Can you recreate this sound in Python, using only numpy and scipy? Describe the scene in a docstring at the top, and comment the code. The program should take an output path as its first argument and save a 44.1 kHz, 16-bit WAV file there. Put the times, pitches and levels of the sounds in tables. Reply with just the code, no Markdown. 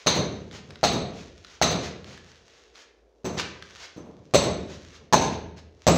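"""Sharp, ringing hammer blows echo through a bare building, about one every 0.8 s, with a pause and
two light taps. The hammer drives a steel chisel into a block wall: each blow thumps the wall, knocks
a block, cracks mortar and rings the chisel. In between, grit scrapes, chips snap and feet step softly.
A phone is carried through the next room towards the work; the far rooms boom back late, and the
phone turns itself down a little on the hard blows."""
import sys
import numpy as np
from scipy import signal
from scipy.fft import rfft, irfft, next_fast_len
from scipy.io import wavfile
from scipy.ndimage import minimum_filter1d

SR = 44100
rng = np.random.default_rng(int(sys.argv[2]) if len(sys.argv) > 2 else 0)


def dump(signal):
    """Clip the signal to [-1, 1] and save it as 16-bit WAV at the path in sys.argv[1]."""
    limited = np.clip(np.atleast_2d(signal).T, -1, 1)
    pcm = np.round(limited * 32767).astype(np.int16)
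    wavfile.write(sys.argv[1], SR, pcm)


N = 263277
EVENT_SAMPLES = 2 ** 16  # room for one sound and its echo
T = np.arange(EVENT_SAMPLES) / SR


# How the sound changes as the phone moves: t/s, direct knock/dB, direct treble/dB (both against
# the first bounce), extra thump/dB, late boom/dB (against the thump)
PHONE_WALK = [(.4, -5, -21, -4, 3), (1.7, 8, -8.5, -4, -3.5), (3.3, -3, -12, -1, -6.5),
              (4.5, -7, -8, 0, -4.5), (5.2, -5.5, -5.5, 1, -10.5), (5.9, 0, -1, 5.5, -13)]
# The hammer blows: t/s, force/dB (0 is an ordinary blow), knock f/Hz,
# extra knock/dB, extra ring/dB near 4 kHz, near 6 kHz, near 8 kHz
HAMMER_BLOWS = [ (0.0625, -.5, 593, -3, 7.5, 3, -29), (0.8311, -.5, 710, 1.5, 4.5, -4.5, -12.5),
                (1.6151, 1.16, 736, -2.5, 1, -3.5, -13.5), (3.2447, -7.5, 392, -6, -14, -5, -10),
                (3.9634, -19.5, 291, -2.5, -11, 0.5, -16), (4.3380, 0.64, 598, 4.5, 2, -1.5, -3),
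                (5.1260, 1.4, 908, 4, -2.5, 0, -14), (5.8679, 2, 654, 1, -10, -18, -4)]
def blow(s, force_db, knock_hz, knock_db, *ring_db):
    """One hammer blow. A harder hit has a shorter contact, so its treble grows faster than its bass."""
    times, *columns = np.transpose(PHONE_WALK)
    low_direct_db, high_direct_db, thump_db, late_db = (np.interp(s, times, c) for c in columns)
    echo = reverb(far_db=-11, far_s=.082)
    # long waves bounce cleanly; the rough blocks scatter the treble
    low_path = near_walls(low_direct_db, scatter_db=-7)
    high_path = near_walls(high_direct_db, scatter_db=9.5)
    treble = mortar_crack(force_db, high_path, echo) + chisel_ring(*ring_db, high_path, echo)
    body = wall_thump(thump_db, late_db) + block_knock(knock_hz, knock_db, low_path, echo)
    return undb(force_db) * body + undb(1.72 * force_db) * treble


# The tones of a struck block: multiple of the knock's pitch, level/dB, fade time/s for a 510 Hz knock
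BLOCK_TONES = [(.76, -8.5, 0.064), (1, 6.5, 0.04), (1.129, -3.5, 0.18), (1.85, -9.5, 0.024)]
def block_knock(knock_hz, extra_db, path, echo):
    """The struck block knocks, shaking the same number of times whatever its pitch."""
    knock = 0
    for ratio, db, t60 in BLOCK_TONES:
        tone = mode(knock_hz * ratio, t60 * 510 / knock_hz)
        knock += undb(db) * in_room(tone, path, echo, echo_db=-3)
    return level(knock, -22.5 + extra_db)


# Low notes that build up between the walls (standing waves): f/Hz, level/dB, fade time/s
ROOM_TONES = [(80, -12, 1.66), (166.6, -9, 0.92), (183, -16.5, 0.53), (245.3, -14.5, 0.42)]
# How strong a thump is from low to high: f/Hz, level/dB
THUMP_SPECTRUM = [(25, -36), (48, -21.5), (75, -8), (115, -3.5), (185, 1.5), (300, -4.5), (450, -2.5),
                  (700, -7.5), (1200, -16), (3000, -49.5)]
def wall_thump(extra_db, late_db):
    """The wall booms and sets the room humming; the far rooms answer late."""
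    boom = unit(colour(reverb(far_db=late_db, far_s=.093), THUMP_SPECTRUM, tilt_db=.5))
    hum = sum(undb(db) * mode(hz * jitter(.011), t60) for hz, db, t60 in ROOM_TONES)
    thump = boom * np.hypot(1, undb(late_db)) + undb(.5) * hum
    rebound = unit(colour(burst(t60=.12), THUMP_SPECTRUM, tilt_db=-1))
    add(thump, .126, undb(late_db - 4.5) * rebound)  # a far wall throws the thump back once
    return thump * undb(-24.5 + extra_db) * np.sqrt(SR / 10)


# How strong the crack is from low to high: f/Hz, level/dB
CRACK_SPECTRUM = [(200, -24), (600, 16.5), (1100, 11), (1700, 3.5), (2500, 5.5), (3300, -0.5), (4300, 1.5),
                  (5200, 0), (6600, 5.5), (8600, -44), (10500, -38.5), (13600, -24), (15300, -25),
                  (17000, -25)]
def mortar_crack(force_db, path, echo):
    """Mortar breaks with one echoing click, brighter when the blow is harder."""
    crack = colour(path + echo, CRACK_SPECTRUM, tilt_db=1 + .08 * force_db)
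    return level(crack, -26.5)


# The tones of the steel chisel: f/Hz, level/dB, fade time/s
CHISEL_TONES = [(3940, -8.5, 0.028), (3805, -12, 0.059), (4210, -5, 0.018), (4530, -14, .015),
                (5600, -13, 0.043), (6070, -9, 0.023), (6160, -5.5, 0.06), (6120, -18.5, 0.077),
                (6850, -27, 0.075), (7350, -5, 0.036), (7830, -4.5, 0.071), (7760, -18, 0.032),
                (11500, -33, .015), (12500, -36.5, .015), (14600, -36, 0.01), (15300, -27, .03),
                (17100, -20.5, .04)]
def chisel_ring(db_4k, db_6k, db_8k, path, echo):
    """The steel rings; the spot where the hammer lands favours some tones over others."""
    favour = [(4500, db_4k), (5600, db_6k), (6700, db_6k), (7400, db_8k), (8000, db_8k), (11000, 4)]
    ring = 0
    for hz, db, t60 in CHISEL_TONES:
        tone = mode(hz * jitter(.0064), t60)  # the grip shifts the pitch slightly
        ring += level(in_room(tone, path, echo, echo_db=5), -30.5 + db + along(favour, hz))
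    return ring


# How strong grit is from low to high: f/Hz, level/dB
GRIT_SPECTRUM = [(100, -34), (400, -9), (900, -3), (1500, -0.5), (2500, 1), (4200, 1), (6600, 0.5),
                 (8200, -16.5), (11000, -28), (16000, -28)]
# Grit scraping on the floor: t/s, length/s, level/dB
GRIT_SCRAPES = [(-.04, 0.097, -53), (.51, 0.095, -46.5), (1.12, 0.14, -49), (1.45, 0.15, -52.5),
                (1.79, .12, -40), (2.04, 0.15, -49), (2.25, 0.096, -58.5), (2.46, 0.2, -58.5),
                (2.73, 0.13, -51.5), (3.368, 0.057, -32.5), (3.77, 0.12, -44.5), (4.67, 0.12, -48.5),
                (4.91, 0.083, -53.5), (5.31, 0.048, -49), (5.56, 0.048, -55)]
def scrape(length_s, db):
    """Tiny grains rub over concrete in a short swell, and the room echoes it."""
    swell = np.sin(np.pi * np.minimum(T / length_s, 1))
    rubbing = grains(EVENT_SAMPLES, per_s=5400, spread_db=2.5) * swell
    grit = colour(rubbing, GRIT_SPECTRUM, tilt_db=-2.1)
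    return level(undb(7) * grit + through(grit, reverb()), db)


# How strong a chip's snap is from low to high: f/Hz, level/dB
CHIP_SPECTRUM = [(200, -12), (900, -8), (1500, 8), (2400, -2.5), (4000, 4), (6000, -7), (8000, -21.5),
                 (11000, -30.5), (16000, -36.5)]
# The larger chips of mortar: t/s, level/dB
MORTAR_CHIPS = [(.512, -56.5), (.706, -54.5), (.757, -55), (1.447, -54), (2.044, -57), (2.176, -56),
                (2.756, -61.5), (3.397, -37.5), (3.624, -49.5), (3.758, -55.5)]
def chip(db):
    """A chip of mortar snaps close by."""
    snap = colour(burst(t60=.016), CHIP_SPECTRUM)
    return level(snap + undb(-7.5) * through(snap, reverb()), db)


# Soft footsteps: t/s, level/dB
FOOTSTEPS = [(.52, -45.5), (.68, -46.5), (2.06, -48.5), (4.15, -50), (5.0, -53.5)]
def footstep(db):
    """A foot lands softly, heard as a low boom of the room."""
    return level(colour(reverb(), THUMP_SPECTRUM, tilt_db=-3), db)


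# How the trickle of grit swells and sinks: t/s, relative level/dB
TRICKLE_LEVELS = [(0, -56), (.7, -59), (1.3, -59.5), (2.6, -60.5), (3.05, -83.5), (3.7, -51), (4.1, -70.5),
                  (4.85, -52), (5.1, -77), (5.7, -78.5), (5.82, -57)]
def trickle():
    """Loose grains keep ticking onto the floor."""
    grit = colour(grains(N, per_s=560, spread_db=5), GRIT_SPECTRUM, tilt_db=-1)
    swell_db = np.interp(np.arange(N) / SR, *np.transpose(TRICKLE_LEVELS))
    grit = grit / np.std(grit) * undb(swell_db)
    return undb(-4.5) * grit + undb(-6.5) * through(grit, reverb())


# How strong the outdoor rumble is from low to high: f/Hz, level/dB
AIR_SPECTRUM = [(20, -40.5), (40, -4.5), (56, 21), (90, -12.5), (200, -3.5), (430, 11), (900, -6),
                (2000, -23.5), (6000, -22.5), (9000, -38), (16000, -43.5)]
def outdoor_air(db=-61):
    """The outdoors rumbles faintly through the open windows."""
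    noise = colour(rng.standard_normal(N), AIR_SPECTRUM)
    return noise / np.std(noise) * undb(db)


BOUNCE_GAP_S = .008
# The first three bounces between close walls: level/dB
WALL_BOUNCES = [0, -1.5, -9]
def near_walls(direct_db, scatter_db):
    """Sound arrives directly, then bounces between close walls, smeared by the rough blocks."""
    path = np.zeros(EVENT_SAMPLES)
    for k, db in enumerate([direct_db, *WALL_BOUNCES]):
        arrival = undb(scatter_db) * unit(burst(t60=.021))
        arrival[0] += 1  # the clean part, ahead of the smear
        add(path, k * BOUNCE_GAP_S * jitter(.018), arrival * undb(db))
    return unit(path)


# How long the building echoes at each pitch: f/Hz, fade time/s
ECHO_TIMES = [(80, 1.25), (170, 0.85), (400, 0.91), (800, 0.58), (2000, 0.67), (4000, 0.51), (6300, 0.42),
              (8000, 0.35), (11000, 0.22), (16000, 0.095)]
def reverb(far_db=-30, far_s=.118):
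    """The echo of bare walls: the treble dies first, and the far rooms add a second, later wave."""
    noise = rfft(rng.standard_normal(EVENT_SAMPLES))
    hz = np.arange(len(noise)) * SR / EVENT_SAMPLES
    centres, t60s = np.transpose(ECHO_TIMES)
    echo = 0
    for one_band, t60 in zip(np.eye(len(t60s)), t60s):
        band = irfft(noise * along(np.c_[centres, one_band], hz))
        near = fade(t60) * (1 - np.exp(-T / BOUNCE_GAP_S))
        far = undb(far_db) * np.interp(T - far_s, T, near)
        echo += band * np.hypot(near, far)
    return unit(echo)


def in_room(x, path, echo, echo_db):
    """A sound with its first bounces and its echo."""
    return unit(through(x, path)) + undb(echo_db) * unit(through(x, echo))


def through(x, echoes):
    """Play a sound through a pattern of echoes."""
    return signal.fftconvolve(x, echoes)[:len(x)]


def grains(size, per_s, spread_db):
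    """Random tiny impacts, a few much larger than the rest."""
    hits = (rng.random(size) < per_s / SR) * rng.choice([-1, 1], size)
    return hits * undb(spread_db * np.minimum(rng.exponential(size=size), 5))


def fade(t60):
    """Die away by 60 dB in t60 seconds, the fade time."""
    return np.exp(-np.log(1000) * T / t60)


def mode(hz, t60):
    """One fading tone of a struck object."""
    return unit(np.sin(2 * np.pi * hz * T) * fade(t60))


def burst(t60):
    """A fading puff of noise."""
    return rng.standard_normal(EVENT_SAMPLES) * fade(t60)


def jitter(spread):
    """A random factor close to one."""
    return 1 + spread * rng.standard_normal()


def colour(x, spectrum, tilt_db=0):
    """Shape a sound's bass and treble; tilt_db brightens it by that many dB per octave."""
    size = 2 * next_fast_len(len(x), real=True)
    hz = np.arange(size // 2 + 1) * SR / size
    gain = undb(along(spectrum, hz) + tilt_db * np.log2(hz + 20))
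    # fold the filter forward in time, so nothing sounds before the hit
    cepstrum = irfft(np.log(gain))
    cepstrum[1:size // 2] *= 2
    cepstrum[size // 2 + 1:] = 0
    return irfft(rfft(x, size) * np.exp(rfft(cepstrum)))[:len(x)]


def along(points, hz):
    """Read between (f/Hz, value) points, with octaves evenly spaced."""
    f, value = np.transpose(points)
    return np.interp(np.log(hz + 1), np.log(f), value)


def undb(db):
    """Turn decibels into a volume factor."""
    return 10 ** (np.asarray(db) / 20)


def unit(x):
    """Scale to an energy of one."""
    return x / np.sqrt(np.sum(x ** 2))


def level(x, db):
    """Give a short sound the energy of a tenth of a second at this level."""
    return unit(x) * undb(db) * np.sqrt(SR / 10)


def add(out, s, x):
    """Mix x into out, starting at s seconds."""
    i = int(round(s * SR))
    x, i = x[max(-i, 0):], max(i, 0)
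    out[i:i + len(x)] += x[:len(out) - i]


def scene():
    """Blows, scrapes, chips and footsteps over trickling grit and a faint rumble."""
    out = outdoor_air() + trickle()
    for s, *row in HAMMER_BLOWS:
        add(out, s, blow(s, *row))
    for table, source in (GRIT_SCRAPES, scrape), (MORTAR_CHIPS, chip), (FOOTSTEPS, footstep):
        for s, *row in table:
            add(out, s, source(*row))
    return out[None]


def smooth(x, seconds):
    """Follow x with a lag, evening out quick changes."""
    memory = np.exp(-1 / (seconds * SR))
    return signal.lfilter([1 - memory], [1, -memory], x)


def gain_control(x, threshold_db=-16, slope=.25, attack_s=.015, hold_s=.05, release_s=.02):
    """The phone turns loud sounds down, waits, then recovers; the start of a crack slips through."""
    loudness_db = 10 * np.log10(smooth(x ** 2, attack_s) + 1e-12)
    cut_db = slope * np.maximum(loudness_db - threshold_db, 0)
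    hold = int(hold_s * SR)
    held_db = -minimum_filter1d(-cut_db, hold, origin=(hold - 1) // 2, mode="constant")
    held_db = np.maximum(held_db, smooth(held_db, release_s))
    return x * undb(-smooth(held_db, attack_s))


def record(dry, bass_hz=52, top_hz=15900):
    """The phone drops the deep bass, turns down and rounds the peaks, and cuts the highest treble."""
    bass_cut = signal.butter(3, bass_hz, "highpass", fs=SR, output="sos")
    top_cut = signal.ellip(8, .2, 70, top_hz, fs=SR, output="sos")
    thin = signal.sosfilt(bass_cut, dry)
    rounded = np.tanh(gain_control(thin))
    return signal.sosfilt(top_cut, rounded)


dry = scene()
out = record(dry)
dump(out)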